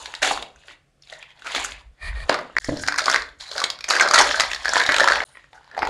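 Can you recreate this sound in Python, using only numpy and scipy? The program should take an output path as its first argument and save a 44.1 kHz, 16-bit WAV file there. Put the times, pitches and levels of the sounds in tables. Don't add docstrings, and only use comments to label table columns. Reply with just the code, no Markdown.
import sys
import numpy as np
from scipy import signal
from scipy.io import wavfile
from scipy.ndimage import uniform_filter1d, minimum_filter1d

SR = 44100
rng = np.random.default_rng(int(sys.argv[2]) if len(sys.argv) > 2 else 0)


def natural_amplitude(level_db):
    exponent = np.asarray(level_db, float) / 20
    return 10 ** exponent


def store_pcm(level_fs):
    pcm = np.round(np.clip(level_fs, -1, 1) * 32767).astype(np.int16)
    wavfile.write(sys.argv[1], SR, np.atleast_2d(pcm).T)


N = 259749

# (start [s], end [s])
PASSAGES = [(0, 2.587), (2.599, 5.24), (5.25, 5.89)]

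# (frequency [Hz], level [dB])
AIR_SPECTRUM = [(35, -18.5), (60, 6.5), (138, 19), (204, 6), (780, 4.5), (960, -26), (1050, 0.5),
                (9230, -12.5), (15000, -27)]
AIR_DB = -61

# (frequency [Hz], level [dB])
RUMBLE_SPECTRUM = [(12, -35), (25, -9), (42, -5), (53, 0), (65, -6), (85, -15), (120, -24), (200, -34),
                   (400, -90)]
# (start [s], length [s], level [dB])
SWAYS = [(0.004, 0.1, -53), (0.113, 0.033, -51), (0.196, 0.25, -48), (0.539, 0.063, -56),
         (1.478, 0.042, -52), (1.538, 0.27, -44), (1.831, 0.1, -45), (2.023, 0.25, -27),
         (2.365, 0.034, -60), (2.516, 0.11, -50), (2.603, 0.1, -44), (2.806, 0.11, -61), (2.959, 0.08, -57),
         (3.052, 0.034, -57), (3.129, 0.21, -49), (3.358, 0.093, -51), (3.52, 0.046, -53),
         (3.724, 0.05, -55.5), (3.785, 0.072, -52), (3.939, 0.061, -54), (4.069, 0.045, -55),
         (4.17, 0.46, -47), (4.635, 0.14, -51), (4.845, 0.075, -63), (4.945, 0.29, -47), (5.792, 0.14, -38)]
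RESTING_DB, SWAY_EDGE_S = -63, .045

# (time [s], force level [dB], panel frequency [Hz], tearing against crumpling [dB])
HAND_FORCE = [
    [(0.0, -33.5, 1037, 6), (0.22, -45, 1543, 4), (0.23, -12, 1604, 1), (0.31, -18, 838, 4),
     (0.54, -57, 898, 2.5), (0.72, -39.5, 1740, 4.5), (0.83, -74, 1150, -4), (0.96, -77, 833, -11),
     (1.05, -60, 2010, 13), (1.12, -39, 966, 3), (1.24, -43, 1955, -4), (1.33, -53.5, 1460, -3),
     (1.56, -17, 1686, 2.5), (1.77, -36, 1776, -0.5), (1.91, -72, 1180, 0.5), (2.05, -28.5, 1820, -13.5),
     (2.28, -36.5, 918, -2), (2.3, -14, 1050, -5.5), (2.47, -32, 960, -10.5), (2.56, -46, 1610, -3),
     (2.57, -31.5, 1637, 2), (2.59, -33, 1560, -21)],
    [(2.6, -56, 1860, 17.5), (2.69, -35.5, 615, 7.5), (2.77, -31, 617, 0), (2.82, -47, 1650, 19),
     (2.88, -39.5, 1510, 5), (2.97, -44, 1422, -2), (2.98, -15.5, 1610, 2), (3.03, -30.5, 1350, 1),
     (3.08, -18, 1110, 2), (3.15, -15.5, 1740, -4.5), (3.38, -66.5, 1260, 4.5), (3.41, -33, 1580, 9),
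     (3.47, -38.5, 1690, -4.5), (3.53, -29.5, 1100, 2), (3.62, -20.5, 1350, -2), (3.82, -46, 1670, -5),
     (3.9, -28, 1390, 0.5), (3.98, -23, 1490, -12), (4.0, -4, 1610, -7.5), (4.09, -20.5, 1170, -2.5),
     (4.19, -3.5, 1560, -7.5), (4.26, -14.5, 1295, -0.5), (4.42, -15, 1536, -2), (4.58, -33, 1735, 0.5),
     (4.78, -10.5, 1432, -1), (4.83, -18, 1570, -3), (5.11, -12, 1245, -4), (5.24, -20.5, 1375, -8.5)],
    [(5.25, -50.5, 1057, 4), (5.368, -42, 1823, -4.5), (5.464, -54, 1890, 0), (5.512, -60, 820, 2),
     (5.536, -49, 1010, -4), (5.688, -45, 1680, -4), (5.756, -35, 840, -11), (5.774, -37, 834, -1),
     (5.838, -24, 945, -23), (5.89, -22.5, 1100, -4.5)],
]
CREASE_HZ = [3550, 4300, 3900]
# (frequency [Hz], level [dB])
HISS_SPECTRUM = [(3000, -47), (5500, -5.5), (7000, 5), (8300, -7), (9500, -4), (12000, -22), (15500, -39)]
HISS_PER_DB = 1.6

# (frequency [Hz], level [dB], t60 before the hands damp it [s])
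TABLE_MODES = [(103.9, -0.5, 1.9), (153, -4, 5.0), (299.7, 14.5, 0.81), (400, -19.5, 0.97),
               (594.4, 6.5, 1.4), (660, 2, 0.49)]
# (time [s], level [dB])
KNOCKS = [(2.686, -25.5), (2.694, -27), (2.721, -27.5), (2.749, -39.5), (4.888, -35.5)]
THROUGH_DB = -68.5

# (start [s], length [s], starting level [dB], brightness [dB per octave], humming patch [Hz])
RIPS = [(0.001, 0.17, -40, -3, 916), (0.218, 0.069, -14, 2, 793), (0.557, 0.11, -58, 2, 2640),
        (0.679, 0.042, -39.5, -5, 1970), (1.094, 0.081, -39.5, 4.5, 1880), (1.095, 0.066, -39.5, 3.5, 684),
        (1.19, 0.14, -48, 0.5, 1900), (1.204, 0.14, -48.5, 4, 3200), (1.443, 0.059, -28, 1, 1410),
        (1.539, 0.051, -21, -0.3, 1920), (1.638, 0.027, -25, 9.5, 6750), (2.2935, 0.0072, -3.5, -2.5, 1360),
        (2.294, 0.13, -33.5, -1.5, 1170), (2.61, 0.14, -37.5, 3.5, 1770), (2.75, 0.14, -40.5, -6, 1600),
        (2.779, 0.095, -37, 1.5, 5230), (3.397, 0.14, -35, 5.5, 4070), (3.559, 0.051, -25, 0, 4050),
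        (3.881, 0.12, -17.5, 1.5, 4570), (4.135, 0.039, -13, 4, 4180), (4.177, 0.045, -7, 1.5, 4230),
        (4.416, 0.0049, -13, 4, 4780), (5.245, 0.14, -53.5, -2, 9400), (5.338, 0.1, -59, -3, 1930),
        (5.531, 0.058, -44.5, 0.5, 836), (5.543, 0.049, -44, 6, 1490), (5.709, 0.15, -46, -5, 1710),
        (5.771, 0.018, -33, -6, 800), (5.777, 0.1, -37, -4, 4850), (5.814, 0.2, -30.5, -8.5, 2300)]
# (frequency [Hz], level [dB])
RIP_SPECTRUM = [(150, -56), (250, -8), (550, 0.5), (1270, -2), (1540, 5), (3050, -10.5), (3320, -11),
                (6590, -14), (11200, -29.5), (14000, -70), (15000, -90)]
HUM_DB, HUM_PER_DB = -20.5, -0.74

# (frequency [Hz], t60 [s])
ROOM_DECAY = [(150, 0.73), (330, 0.51), (870, 0.32), (2300, 0.33), (6000, 0.17), (12000, 0.16)]
ROOM_DB = -9.5

# (time [s], panel peak level [dB], panel [Hz], crack rms level [dB], crack [Hz])
SNAPS = [(0.057, -20, 2200, -27.5, 3770), (0.138, -20, 1840, -29.5, 2670), (0.15, -33, 1650, -27.5, 3720),
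         (0.227, -10, 1820, -18.5, 3600), (0.311, -6.5, 820, -43.5, 3690),
         (0.374, -14.5, 1050, -32.5, 3720), (0.424, -24, 734, -27.5, 3450), (0.559, -40, 1510, -53, 6700),
         (0.682, -29, 1490, -40, 2740), (0.708, -37, 1384, -51, 3800), (1.022, -53, 2490, -46, 5140),
         (1.034, -56, 2300, -49, 3630), (1.072, -39, 2290, -47, 3870), (1.098, -46, 659, -37.5, 3360),
         (1.135, -42, 664, -38, 3670), (1.226, -23.5, 2430, -41, 3400), (1.304, -44, 2190, -46, 2680),
         (1.373, -48, 719, -55, 3150), (1.393, -35, 2400, -45.5, 2730), (1.42, -28.5, 1530, -42.5, 3400),
         (1.468, -21, 1370, -27, 2680), (1.518, -19, 2070, -31.5, 2820), (1.548, -13, 1320, -22, 3160),
         (1.566, -16.5, 1980, -25.5, 3320), (1.646, -15.5, 1460, -23, 6870), (1.719, -24, 2170, -32, 3570),
         (2.202, -29, 1750, -41, 3360), (2.294, -9, 600, -17.5, 4450), (2.325, -13, 820, -32.5, 4530),
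         (2.342, -9.5, 1200, -24.5, 4100), (2.388, -14.5, 1120, -36, 4300), (2.551, -34, 1700, -53, 3230),
         (2.566, -2.5, 1630, -35, 4760), (2.583, -6.5, 1610, -23, 4360), (2.644, -19, 1830, -29, 4670),
         (2.69, -11, 520, -41.5, 4230), (2.77, -25, 590, -31, 4720), (2.835, -13.5, 1610, -30, 4670),
         (2.863, -26, 1490, -31, 4380), (2.875, -15, 1470, -21, 4860), (2.883, -1, 1530, -20, 4880),
         (2.922, -8, 1570, -27.5, 4710), (2.941, -12.5, 1110, -31.5, 4780),
         (2.959, -14.5, 1560, -29.5, 4800), (2.984, -5.5, 1628, -19, 4700),
         (2.991, -6.5, 1400, -20.5, 4660), (3.004, -14, 1820, -25, 4020), (3.018, -19, 630, -26.5, 4350),
         (3.04, -23, 645, -26, 4150), (3.057, -19, 1140, -18, 4540), (3.066, -13, 1160, -28.5, 4640),
         (3.081, 0.5, 1175, -31, 4360), (3.098, -3, 1510, -18, 5070), (3.113, -15, 1350, -19, 5570),
         (3.126, -13, 1530, -20.5, 3420), (3.137, -10.5, 1760, -22, 3370), (3.143, -1, 1580, -19, 3900),
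         (3.159, -1, 2020, -19.5, 4500), (3.22, -22, 1180, -28.5, 4600), (3.288, -30, 1570, -42, 3670),
         (3.408, -52, 1790, -32.5, 4100), (3.514, -24, 580, -28, 4120), (3.562, -21.5, 590, -29.5, 4300),
         (3.579, -13, 1480, -21.5, 4200), (3.601, -14.5, 1330, -23, 4330), (3.616, -7, 1180, -31, 4950),
         (3.639, -11, 1120, -12.5, 3820), (3.701, -26, 1100, -18.5, 4200), (3.788, -29, 1450, -37, 4040),
         (3.807, -24, 2400, -32, 4240), (3.841, -16, 2410, -24.5, 4430), (3.887, -17.5, 1530, -20, 6360),
         (3.901, -18.5, 1230, -15, 4860), (3.906, -4.5, 1250, -13, 4050), (3.935, -5, 1605, -24.5, 4050),
         (3.951, -16, 1530, -24.5, 3640), (3.964, -5, 1580, -24, 4660), (3.985, -9, 1180, -27.5, 4300),
         (3.997, 0, 2260, -20, 4360), (4.008, 7, 1600, -14, 6310), (4.023, -3.5, 1430, -20, 4610),
         (4.075, -4, 1220, -26.5, 4680), (4.086, -31, 1300, -19, 4530), (4.11, -3, 1270, -17, 4720),
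         (4.136, 3.5, 1460, -14.5, 6140), (4.142, 2, 1350, -8, 4180), (4.157, 4, 1370, -10.5, 4300),
         (4.186, -1, 1400, -4, 4030), (4.211, 1, 1600, -12.5, 5830), (4.219, -14, 1380, -18.5, 6020),
         (4.227, -16, 1380, -24.5, 4660), (4.244, -17, 1690, -28, 3970), (4.273, -13, 1800, -23.5, 3380),
         (4.29, -18.5, 1670, -22.5, 3140), (4.31, -4, 1704, -23, 3460), (4.343, -5, 1570, -31.5, 3580),
         (4.397, -3, 1730, -13, 4050), (4.405, -4, 1240, -12.5, 4930), (4.435, -11, 2000, -26, 3790),
         (4.514, -13, 1910, -22.5, 2840), (4.532, -13, 1870, -22.5, 3540),
         (4.546, -14.5, 1840, -23.5, 4560), (4.56, -20, 1770, -31, 3820), (4.647, -15, 1550, -28, 4800),
         (4.655, -6.5, 1640, -25, 4510), (4.68, -6, 1680, -24, 4120), (4.691, -17, 650, -19, 5360),
         (4.734, -5.5, 1420, -19, 6570), (4.756, -3.5, 1710, -20.5, 4270), (4.766, -0.5, 1020, -22.5, 3070),
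         (4.775, -11, 1670, -33, 3890), (4.798, -6, 1720, -18, 4130), (4.803, 1, 1630, -33, 3770),
         (4.814, -5, 1800, -23.5, 4030), (4.836, -24, 1530, -23, 4000), (4.863, -16, 1780, -18, 3500),
         (4.89, 6, 1730, -15.5, 3560), (4.92, -7, 1380, -18.5, 3940), (4.942, -5.5, 2450, -18, 3420),
         (4.963, -8.5, 1580, -16, 3580), (4.983, -5, 1380, -18, 3400), (4.997, -2, 1480, -16.5, 3440),
         (5.004, 2, 1750, -16, 4030), (5.014, -4, 590, -27.5, 3070), (5.033, -4, 1760, -26, 3960),
         (5.041, -1, 970, -20, 4060), (5.057, -25, 1450, -28, 2880), (5.075, 0.5, 1400, -21, 4560),
         (5.084, 2, 1680, -18, 4170), (5.099, -8.5, 1380, -26, 3260), (5.107, -9, 590, -39.5, 4090),
         (5.12, -0.5, 1540, -21.5, 4220), (5.132, -13, 1890, -23.5, 3240), (5.156, -6, 1870, -23, 2720),
         (5.168, -12, 845, -30, 2820), (5.203, -5, 2076, -29.5, 2960), (5.218, -16.5, 796, -31, 4070),
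         (5.233, -17, 1840, -36, 4050), (5.353, -29, 1950, -58, 2820), (5.37, -24.5, 1910, -51, 3170),
         (5.394, -39, 1970, -56, 2740), (5.441, -33, 1860, -59, 3130), (5.53, -33.5, 770, -47.5, 3190),
         (5.643, -42, 1650, -56, 4030), (5.676, -42, 931, -56, 4150), (5.713, -32, 1740, -50, 4290),
         (5.747, -24, 1720, -45.5, 2900), (5.766, -19.5, 830, -51, 3550), (5.777, -9, 744, -40.5, 4500),
         (5.79, -13, 850, -31.5, 4470), (5.82, -6, 2130, -39, 3980), (5.829, -2.5, 870, -36, 2900),
         (5.85, -14, 870, -34, 4660), (5.871, -10, 923, -29.5, 2710)]
# (frequency [Hz], level [dB])
FIBRE_SPECTRUM = [(1290, -22.5), (2200, 1), (2810, -9), (4190, -23), (5400, -18.5), (6520, -2.5),
                  (8260, -13), (9040, -11.5), (9970, -20.5), (15500, -90.5)]
# (frequency [Hz], level [dB])
SHEET_SPECTRUM = [(150, -32), (300, -10.5), (600, -3.5), (1000, -0.5), (2000, 5), (3000, -19.5),
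                  (5000, -43.5)]
GIVE_S = .0015
RING_S, RING_SPREAD = 0.017, 1.3
DUST_DB, DUST_PER_DB = 6, 1.37

# (time [s], level [dB])
SLEEVE_LEVEL = [(1.97, -73), (2.026, -31), (2.086, -25.5), (2.142, -52), (2.16, -36.5), (2.24, -31.5),
                (2.278, -68), (2.29, -25)]
# (frequency [Hz], level [dB])
CLOTH_SPECTRUM = [(240, -59), (400, -17.5), (528, -36), (619, -4), (959, -35.5), (1130, -5.5),
                  (1550, -28.5), (1850, 6.5), (2070, -16), (2430, 0), (2620, -23.5), (4550, -12.5),
                  (5500, -32), (9860, -25), (13000, -54)]

# (frequency [Hz], level [dB])
MIC_RESPONSE = [(20, 3.5), (9000, 2), (12000, 0.5), (15700, -18.5), (17000, -19)]


def evened(x):
    return x / np.sqrt(np.mean(x ** 2) + 1e-20)


def add(mix, s, sound):
    part = mix[round(s * SR):][:len(sound)]
    part += sound[:len(part)]


def read(points, hz):
    f, value = np.transpose(points)
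    return np.interp(np.log(hz + 1), np.log(f + 1), value)


def curve(rows):
    s, *columns = np.transpose(rows)
    return [np.interp(np.arange(N) / SR, s, c) for c in columns]


def colour(x, points):
    db = np.maximum(read(points, abs(np.fft.fftfreq(8192, 1 / SR))), -100)
    log_gain = np.log(natural_amplitude(db))
    taps = np.fft.ifft(np.exp(np.conj(signal.hilbert(log_gain)))).real[:4096]
    return signal.oaconvolve(x, taps / np.linalg.norm(taps))[:len(x)]


def resonate(x, hz, width):
    turn = np.exp(2j * np.pi * np.cumsum(hz * np.ones(len(x))) / SR)
    r = np.exp(-np.pi * width / SR)
    return 2 * (turn * signal.lfilter([1 - r], [1, -r], x / turn)).real


def clicks(per_s, spread_db):
    clump = natural_amplitude(4.2 * evened(uniform_filter1d(rng.standard_normal(N), 400)))
    size = natural_amplitude(spread_db * np.minimum(rng.exponential(1, N), 4))
    size *= rng.choice([-1., 1.], N)
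    return evened(size * clump * (rng.random(N) < per_s / SR))


def grains(hz, sizes, per_s, spread_db):
    out = 0
    for ratio, db, width in sizes:
        slips = clicks(per_s, spread_db)
        ringing = resonate(resonate(slips, hz * ratio, width), hz * ratio, 2 * width)
        out = out + natural_amplitude(db) * evened(ringing)
    return evened(out)


def air():
    return natural_amplitude(AIR_DB) * evened(colour(rng.standard_normal(N), AIR_SPECTRUM))


def rumble():
    t, level = np.arange(N) / SR, natural_amplitude(RESTING_DB)
    for s, length, db in SWAYS:
        from_edge = np.minimum(t - s, s + length - t)
        level = level + natural_amplitude(db) * np.clip(from_edge / SWAY_EDGE_S + .5, 0, 1) ** 2
    return level * evened(colour(rng.standard_normal(N), RUMBLE_SPECTRUM))


def crackle():
    force_db, panel_hz, tear_db = curve([row for passage in HAND_FORCE for row in passage])
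    ends = [end for _, end in PASSAGES[:-1]]
    crease_hz = np.array(CREASE_HZ)[np.searchsorted(ends, np.arange(N) / SR)]
    panels = grains(panel_hz, [(.45, 0, 254), (.7, -9.5, 307), (1.0, 2, 309), (1.35, -0.5, 450)], 900, 1.5)
    pops = grains(panel_hz, [(.6, 0.015, 297), (1.2, 0.018, 442)], 70, 1.8)
    creases = grains(crease_hz, [(.78, 3.5, 600), (1.0, 5.5, 700), (1.25, 1.5, 910)], 2000, 0.87)
    fibres = evened(colour(clicks(11000, 2.3), HISS_SPECTRUM))
    crumpling = natural_amplitude(-10) * panels + natural_amplitude(-10) * pops
    tearing = natural_amplitude(tear_db - 9) * creases + natural_amplitude(HISS_PER_DB * tear_db - 17) * fibres
    return natural_amplitude(force_db) * (crumpling + tearing)


def table(paper):
    force, t = natural_amplitude(THROUGH_DB) * paper, np.arange(SR // 2) / SR
    for s, db in KNOCKS:
        add(force, s, natural_amplitude(db) * np.hanning(30) / 15)
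    longest = .12
    ring = 0
    for hz, db, t60 in TABLE_MODES:
        ring = ring + natural_amplitude(db - 60 * t / min(t60, longest)) * np.sin(2 * np.pi * hz * t)
    return signal.fftconvolve(force, ring)[:N]


def rips():
    out, slips = np.zeros(N), clicks(9000, 4.27)
    for s, length, db, tilt_db, hz in RIPS:
        run = slips[round(s * SR):][:round(length * SR)]
        u = np.arange(len(run)) / (length * SR)
        spectrum = [(f, v + tilt_db * np.log2(f / 1500)) for f, v in RIP_SPECTRUM]
        hiss = evened(colour(run, spectrum))
        hum = resonate(resonate(run, hz, 60 + 0.16 * hz), hz, 120 + 0.14 * hz)
        run = evened(hiss + natural_amplitude(HUM_DB + HUM_PER_DB * db) * evened(hum))
        fades = np.clip(u * length / 0.003, 0, 1) * np.clip((1 - u) / 0.13, 0, 1)
        add(out, s, natural_amplitude(db - 3.0 * u) * run * fades)
    return out


def room(x):
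    out, at = np.zeros(N), np.arange(260, SR - 22, 22)
    for k in range(3):
        taps = np.zeros(SR)
        taps[at + rng.integers(0, 22, len(at))] = rng.choice([-1., 1.], len(at))
        hz, t, bands = signal.stft(taps, SR, nperseg=256)
        decay = natural_amplitude(-60 * t / read(ROOM_DECAY, hz)[:, None])
        tail = signal.istft(bands * decay, SR, nperseg=256)[1]
        share = np.cos(np.pi * (np.arange(N) / SR * 7 + k / 3)) * np.sqrt(2 / 3)
        out += signal.fftconvolve(x * share, tail / np.linalg.norm(tail))[:N]
    return out


def snaps():
    out, dust, jolt, t = np.zeros(N), np.zeros(N), np.zeros(N), np.arange(2048) / SR
    noise, chance = rng.standard_normal((len(SNAPS), len(t))), rng.random((len(SNAPS), 3))
    lead = .004
    creak = 0.28 * t / lead + 1.9 * np.clip(1 + (t - lead) / 0.0014, 0, 1) ** 2
    swell = np.where(t < lead, creak, natural_amplitude(-60 * (t - lead) / 0.022))
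    for (s, db, hz, crack_db, crack_hz), grit, (a, b, c) in zip(SNAPS, noise, chance):
        s, rise = s + GIVE_S, 1.417 / hz
        t60 = RING_S * np.sqrt(1500 / hz) * RING_SPREAD ** (2 * c - 1)
        decay = natural_amplitude(-60 * (t - rise) / np.clip(t60, .003, .08))
        ring = np.sin(2 * np.pi * hz * t)
        ring += 0.084 * np.sin(2 * np.pi * (hz * (.5 + 0.46 * a) * t + b))
        ring *= np.where(t < rise, np.sin(np.pi / 2 * t / rise) ** 2, decay)
        crack = resonate(resonate(grit * swell, crack_hz, 1100), crack_hz, 2300)
        add(out, s - rise, natural_amplitude(db) * ring / abs(ring).max())
        add(out, s - lead, natural_amplitude(crack_db) * crack / np.std(crack[:round(.012 * SR)]))
        add(dust, s - lead, natural_amplitude(DUST_DB + DUST_PER_DB * crack_db - 2.3 * a) * grit[::-1] * swell)
        add(jolt, s - lead, natural_amplitude(db) * grit * swell)
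    return out + colour(dust, FIBRE_SPECTRUM) + natural_amplitude(-9.5) * colour(jolt, SHEET_SPECTRUM)


def sleeve():
    t = np.arange(N) / SR
    reaching = (t > SLEEVE_LEVEL[0][0]) & (t < SLEEVE_LEVEL[-1][0])
    moving = uniform_filter1d(1. * reaching, size=400)
    return moving * natural_amplitude(curve(SLEEVE_LEVEL)[0]) * evened(colour(rng.standard_normal(N), CLOTH_SPECTRUM))


def scene():
    paper, t, out = snaps() + crackle() + rips(), np.arange(N) / SR, np.zeros(N)
    background = rumble() + air() + sleeve()
    for start, end in PASSAGES:
        gate = uniform_filter1d(1. * ((t >= start) & (t < end)), size=24)
        near = gate * paper + table(gate * paper) * (t >= start)
        out += gate * (near + natural_amplitude(ROOM_DB) * room(gate * near) + background)
    return out[None]


def roll_off(x):
    return signal.sosfilt(signal.butter(12, 15760, fs=SR, output="sos"), x)


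def record(dry):
    x = colour(dry[0], MIC_RESPONSE) * natural_amplitude(-8.5)
    safe_gain = np.minimum(1, .98 / (abs(x) + 1e-9))
    gain = uniform_filter1d(minimum_filter1d(safe_gain, size=129), size=65)
    return roll_off((x * gain)[None])


dry = scene()
out = record(dry)
store_pcm(out)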